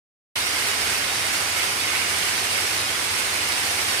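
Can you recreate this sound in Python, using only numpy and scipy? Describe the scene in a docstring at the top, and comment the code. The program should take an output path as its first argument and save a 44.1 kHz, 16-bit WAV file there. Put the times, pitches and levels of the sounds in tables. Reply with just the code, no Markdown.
"""Factory hall, in an aisle between rows of running braiding machines.
Bobbin carriers knock from horn gear to horn gear and rattle on their iron decks; the nearest track
rings in surges. Steel parts clink, motors hum, and the farther machines merge into one loud din."""
import sys
import numpy as np
from scipy import signal
from scipy.fft import rfft, irfft
from scipy.io import wavfile

SR = 44100
rng = np.random.default_rng(int(sys.argv[2]) if len(sys.argv) > 2 else 0)


def generate_wav(sig):
    """Save sig (samples, or channels by samples) to the path in sys.argv[1] as 16-bit PCM at SR."""
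    pcm = np.round(np.clip(np.atleast_2d(sig).T, -1, 1) * 32767).astype(np.int16)
    wavfile.write(sys.argv[1], SR, pcm)


N = 176400

# swell of the machine noise: time_s, swell_steps
MACHINE_SWELL = [(0.36, -0.6), (0.54, -0.55), (0.68, 1), (0.74, -0.5), (0.88, 1), (1.0, -0.54), (1.38, 0.4),
                 (1.52, -0.5), (1.61, 0.5), (1.7, -0.6), (1.96, 0.2), (2.04, 0), (2.24, 0.5), (2.36, 0.3),
                 (2.54, 0.1), (2.64, -0.25), (2.8, 0.5), (2.84, -0.5), (3.2, 0), (3.3, -0.6), (3.44, 0),
                 (3.48, -0.2), (3.72, 0.5), (3.76, 0), (3.82, 0.5), (3.86, -1), (3.9, 1), (3.98, -0.2)]
# iron track resonances: centre_hz, half_width_hz, left_db, right_db
TRACK_MODES = [(2170, 140, -50, -38.5), (2300, 420, -51, -40.5), (2850, 150, -49, -42),
               (1500, 180, -48, -42), (4931, 30, -52, -49.5), (8160, 100, -60, -49)]


def clatter(share):
    """Near machines: each carrier hand-over lifts a steady rattle on two spots of an iron deck."""
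    # handovers_per_s, relative_db, left_minus_right_db
    machines = [(12.6, 1.5, -2.5), (15.4, -0.5, 3), (17.6, 2, -2.5), (13.6, 3.5, -2.5)]
    rattle_floor, decay_s, spots = .83, .023, 2
    out = np.zeros((2, N))
    for rate, db, pan_db in machines:
        handovers = np.cumsum(rate * (1 + .03 * drift(2))) / SR + rng.random()
        since_s = (handovers % 1) / rate
        impacts = (rattle_floor + np.exp(-since_s / decay_s)) * knocks(per_s=520, spread_db=2.5)
        spot = rng.integers(0, spots, N)
        rattle = sum(signal.oaconvolve((impacts * (spot == k))[None], deck(), axes=1)[:, :N]
                     for k in range(spots))
        out += unit(rattle) * amp([[db + pan_db / 2], [db - pan_db / 2]])
    return coloured(unit(out), share) * swell(MACHINE_SWELL, step_db=1.8, base_db=-1.78)


def deck(crack_s=.0007, t60_s=.21, tail_share=.78):
    """One knock on an iron deck: a crack, then a tail of dense modes, different at each ear."""
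    t = np.arange(SR // 3) / SR
    crack, tail = rng.standard_normal((2, 2, len(t)))
    spectrum = rfft(crack * np.exp(-t / crack_s))
    crack = np.roll(irfft(spectrum / abs(spectrum), len(t)), SR // 300, axis=1)
    return np.sqrt(1 - tail_share) * unit(crack) + np.sqrt(tail_share) * unit(tail * decay(t, t60_s))


def track(wander_hz=25):
    """Carriers chatter along the nearest track; its resonances shift a little as they travel."""
    # surges of the ring: time_s, swell_steps
    surges = [(0.36, 1), (0.62, 2.5), (0.8, 0.5), (0.86, 1.3), (1.08, 0.5), (1.15, -3), (1.22, 1.5),
              (1.34, 1.5), (1.52, -2), (1.6, 3.5), (1.8, -0.5), (1.94, 3.5), (2.06, 1), (2.32, 3),
              (2.42, -16), (2.46, -3), (2.52, -9), (2.58, 4), (2.62, 1), (2.7, -1), (2.74, -1), (3.54, 2),
              (3.58, -5), (3.64, 1), (3.74, -7), (3.8, 4), (3.84, -14), (3.98, 3.5)]
    out = np.zeros((2, N))
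    chatter = np.array([knocks(per_s=420, spread_db=-1.5) for _ in range(2)])
    for centre_hz, half_width_hz, left_db, right_db in TRACK_MODES:
        hz = centre_hz + wander_hz * drift(per_s=9)
        out += unit(resonate(chatter, hz, 2 * half_width_hz)) * amp([[left_db], [right_db]])
    return out * swell(surges, step_db=2.3)


def noise_bursts(pan_db=-7):
    """Brief, quickly dying noise bursts near 2.2 kHz in the clatter."""
    # start_s, centre_hz, right_db
    bursts = [(.581, 2300, -34), (1.218, 1900, -30), (1.338, 2500, -31), (1.6, 2250, -30),
              (1.885, 2200, -29), (1.945, 2350, -24), (2.016, 2400, -26), (2.192, 2300, -31),
              (2.32, 2300, -29), (2.447, 2200, -31), (2.548, 2200, -25.5), (2.586, 2200, -29),
              (3.625, 2300, -32), (3.783, 2250, -25.5)]
    out, t = np.zeros((2, N)), np.arange(SR // 4) / SR
    for start_s, hz, db in bursts:
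        band = unit(resonate(rng.standard_normal((2, len(t))), hz, width_hz=400))
        add(out, start_s, band * decay(t, t60_s=.14) * amp([[db + pan_db], [db]]))
    return out


def clinks():
    """Struck steel parts of the carriers ring briefly over the clatter."""
    # start_s, pitch_hz, left_db, right_db
    strikes = [(.357, 3763, -29, -31), (.398, 3815, -29, -32), (.42, 4940, -37, -35), (.48, 4915, -35, -34),
               (.679, 3838, -33, -35), (.775, 4925, -35, -33), (.81, 4960, -35, -33),
               (1.089, 3768, -33, -33), (1.125, 4920, -37, -35), (1.328, 2821, -39, -30),
               (1.47, 4935, -38, -35), (1.555, 4900, -37, -33), (1.589, 3383, -43, -30),
               (1.793, 3405, -41, -31), (1.805, 4880, -32, -29), (1.81, 3830, -36, -33),
               (1.875, 3410, -43, -33), (1.935, 2234, -46, -27.5), (1.985, 2830, -36, -28),
               (2.08, 4930, -38, -34), (2.138, 3402, -39, -31), (2.505, 3811, -35, -31),
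               (2.552, 2148, -39, -28), (2.778, 3782, -28, -35), (3.515, 3784, -32, -32),
               (3.783, 2218, -37, -29), (3.804, 3758, -34, -36), (3.885, 3790, -35, -35)]
    out = np.zeros((2, N))
    for start_s, hz, left_db, right_db in strikes:
        add(out, start_s, amp([[left_db], [right_db]]) * steel(hz, t60_s=.55))
    return out


def jingle(count=800, low_hz=2450, high_hz=9500, spread_db=8, level_db=-34):
    """Many small steel parts chink, each at its own pitch."""
    out = np.zeros((2, N))
    for when, pitch, strength in rng.random((count, 3)):
        hz = low_hz * (high_hz / low_hz) ** pitch
        add(out, when * N / SR, amp(spread_db * strength) * steel(hz, t60_s=.13))
    return amp(level_db) * unit(coloured(out, share=1))


def steel(hz, t60_s, rise_s=.001):
    """One dying mode of a small steel part, with its own phase at each ear."""
    t = np.arange(0, t60_s, 1 / SR)
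    envelope = np.minimum(t / rise_s, 1) * decay(t, t60_s)
    return envelope * np.sin(2 * np.pi * (hz * t + rng.random((2, 1))))


def motors(pan_db=1.7):
    """Mains hum beats against slightly slower motor tones, swelling and sinking."""
    # pitch_hz, level_db, waver_depth
    tones = [(100, -51, .05), (90, -58.5, .15), (96.3, -63, .2)]
    # swell of the hum: time_s, gain_db
    hum_swell = [(.36, -4), (.58, -2), (.64, 1.5), (.76, 0), (.87, 3.5), (1, -1.5), (1.17, 1), (1.3, 0),
                 (1.45, 1.5), (1.6, -.5), (2.1, .5), (2.42, -.5), (2.53, 2.5), (2.66, -1), (2.8, 3.5),
                 (2.96, -1), (3.09, 3), (3.24, -1.5), (3.5, -.5), (3.98, -1.5)]
    hum, t = np.zeros(N), np.arange(N) / SR
    for hz, db, waver in tones:
        peak = amp(db) * np.sqrt(2) * (1 + waver * drift(2.5))
        hum += peak * np.sin(2 * np.pi * (hz * t + rng.random()) + waver * drift(1.3))
    return hum * swell(hum_swell) * amp([[pan_db], [-pan_db]])


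def din(share):
    """Far machines, smeared by the hall into a steady roar."""
    return coloured(rng.standard_normal((2, N)), share) * swell(MACHINE_SWELL, base_db=-.48)


def coloured(x, share, lift_db=1.5, lift_width_hz=600):
    """Shapes stereo sound to a power share of the machine spectrum; the bass is near mono."""
    # machine noise spectrum: freq_hz, left_db_per_hz, right_db_per_hz
    colour = [(22, -83.5, -85.0), (40, -76, -74), (52, -79, -87), (76.5, -64, -64), (121, -71.5, -70),
              (211, -69, -70), (377, -66, -63.5), (527, -71.5, -63), (596, -66.5, -63.0),
              (756, -62.5, -62.5), (1460, -65.5, -58.5), (2190, -62.5, -58.5), (3030, -64.5, -60.5),
              (3900, -63.5, -64), (4670, -63.0, -61.5), (5700, -65.5, -62.5), (7520, -70.5, -67.5),
              (7750, -69, -64), (8040, -68.5, -63), (9270, -63, -65), (10160, -70, -67.5),
              (10470, -69, -63.5), (12000, -76.5, -70), (14000, -76.5, -76), (15300, -86, -73.5)]
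    # likeness of the ears: freq_hz, correlation
    likeness = [(60, 0.99), (110, 1), (200, 0.87), (380, 0.74), (700, 0.32), (1300, 0.004), (15000, 0)]
    same = np.clip(by_hz(likeness), -1, 1)
    left, right = rfft(x)
    left = same * right + np.sqrt(1 - same ** 2) * left
    density_db = np.array([by_hz(colour, column=1), by_hz(colour, column=2)])
    # broad, gentle lift around the track's ring
    from_mode_hz = np.fft.rfftfreq(N, 1 / SR) - TRACK_MODES[0][0]
    density_db += lift_db * np.exp(-(from_mode_hz / lift_width_hz) ** 2)
    return irfft(np.array([left, right]) * amp(density_db) * np.sqrt(share * SR / 2), N)


def knocks(per_s, spread_db):
    """Random impacts of uneven strength."""
    struck = rng.random(N) < per_s / SR
    size = np.minimum(rng.exponential(1, N), 4)
    return struck * rng.choice([-1, 1], N) * amp(spread_db * size)


def resonate(x, hz, width_hz):
    """Resonance at a steady or moving pitch, applied twice for steep sides."""
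    turn = np.exp(2j * np.pi * np.cumsum(hz * np.ones(x.shape[1])) / SR)
    r = np.exp(-np.pi * width_hz / SR)
    return (turn * signal.lfilter([(1 - r) ** 2], [1, -2 * r, r * r], x / turn)).real


def drift(per_s):
    """Slow random wander, rms 1."""
    lowpass = np.exp(-(np.fft.rfftfreq(N, 1 / SR) / per_s) ** 2)
    return unit(irfft(rfft(rng.standard_normal(N)) * lowpass, N))


def swell(table, step_db=1, base_db=0):
    """Gain at every sample from a level curve."""
    return amp(base_db + step_db * np.interp(np.arange(N) / SR, *np.transpose(table)))


def by_hz(table, column=1):
    """One column of a spectrum table at every frequency."""
    rows = np.array(table)
    return np.interp(np.log(np.fft.rfftfreq(N, 1 / SR) + 1), np.log(rows[:, 0] + 1), rows[:, column])


def decay(t, t60_s):
    """Falls 60 dB in t60_s."""
    return np.exp(-np.log(1000) * t / t60_s)


def amp(db):
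    """Decibels to gain."""
    return 10 ** (np.asarray(db) / 20)


def unit(x):
    """Scales to rms 1."""
    return x / np.sqrt(np.mean(x ** 2) + 1e-20)


def add(mix, start_s, sound):
    """Mixes a stereo sound in at start_s."""
    part = mix[:, int(start_s * SR):][:, :sound.shape[1]]
    part += sound[:, :part.shape[1]]


def scene():
    """The whole hall."""
    # near clatter's part of the noise, the rest being far din: freq_hz, power_share
    near_share = [(150, 0.02), (500, 0.34), (1500, 0.52), (5000, 0.39), (9000, 0.72), (15000, 1)]
    near = np.clip(by_hz(near_share), 0, 1)
    return din(1 - near) + clatter(near) + track() + noise_bursts() + clinks() + jingle() + motors()


def record(dry):
    """The sound cuts in abruptly and is band-limited."""
    start_s, fade_s, edge_hz = .357, .0052, 15520
    gate = np.clip((np.arange(N) / SR - start_s) / fade_s + .5, 0, 1)
    lowpass = signal.firwin(1023, edge_hz, window=("kaiser", 9), fs=SR)
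    return signal.oaconvolve(dry * gate, lowpass[None], "same")


dry = scene()
out = record(dry)
generate_wav(out)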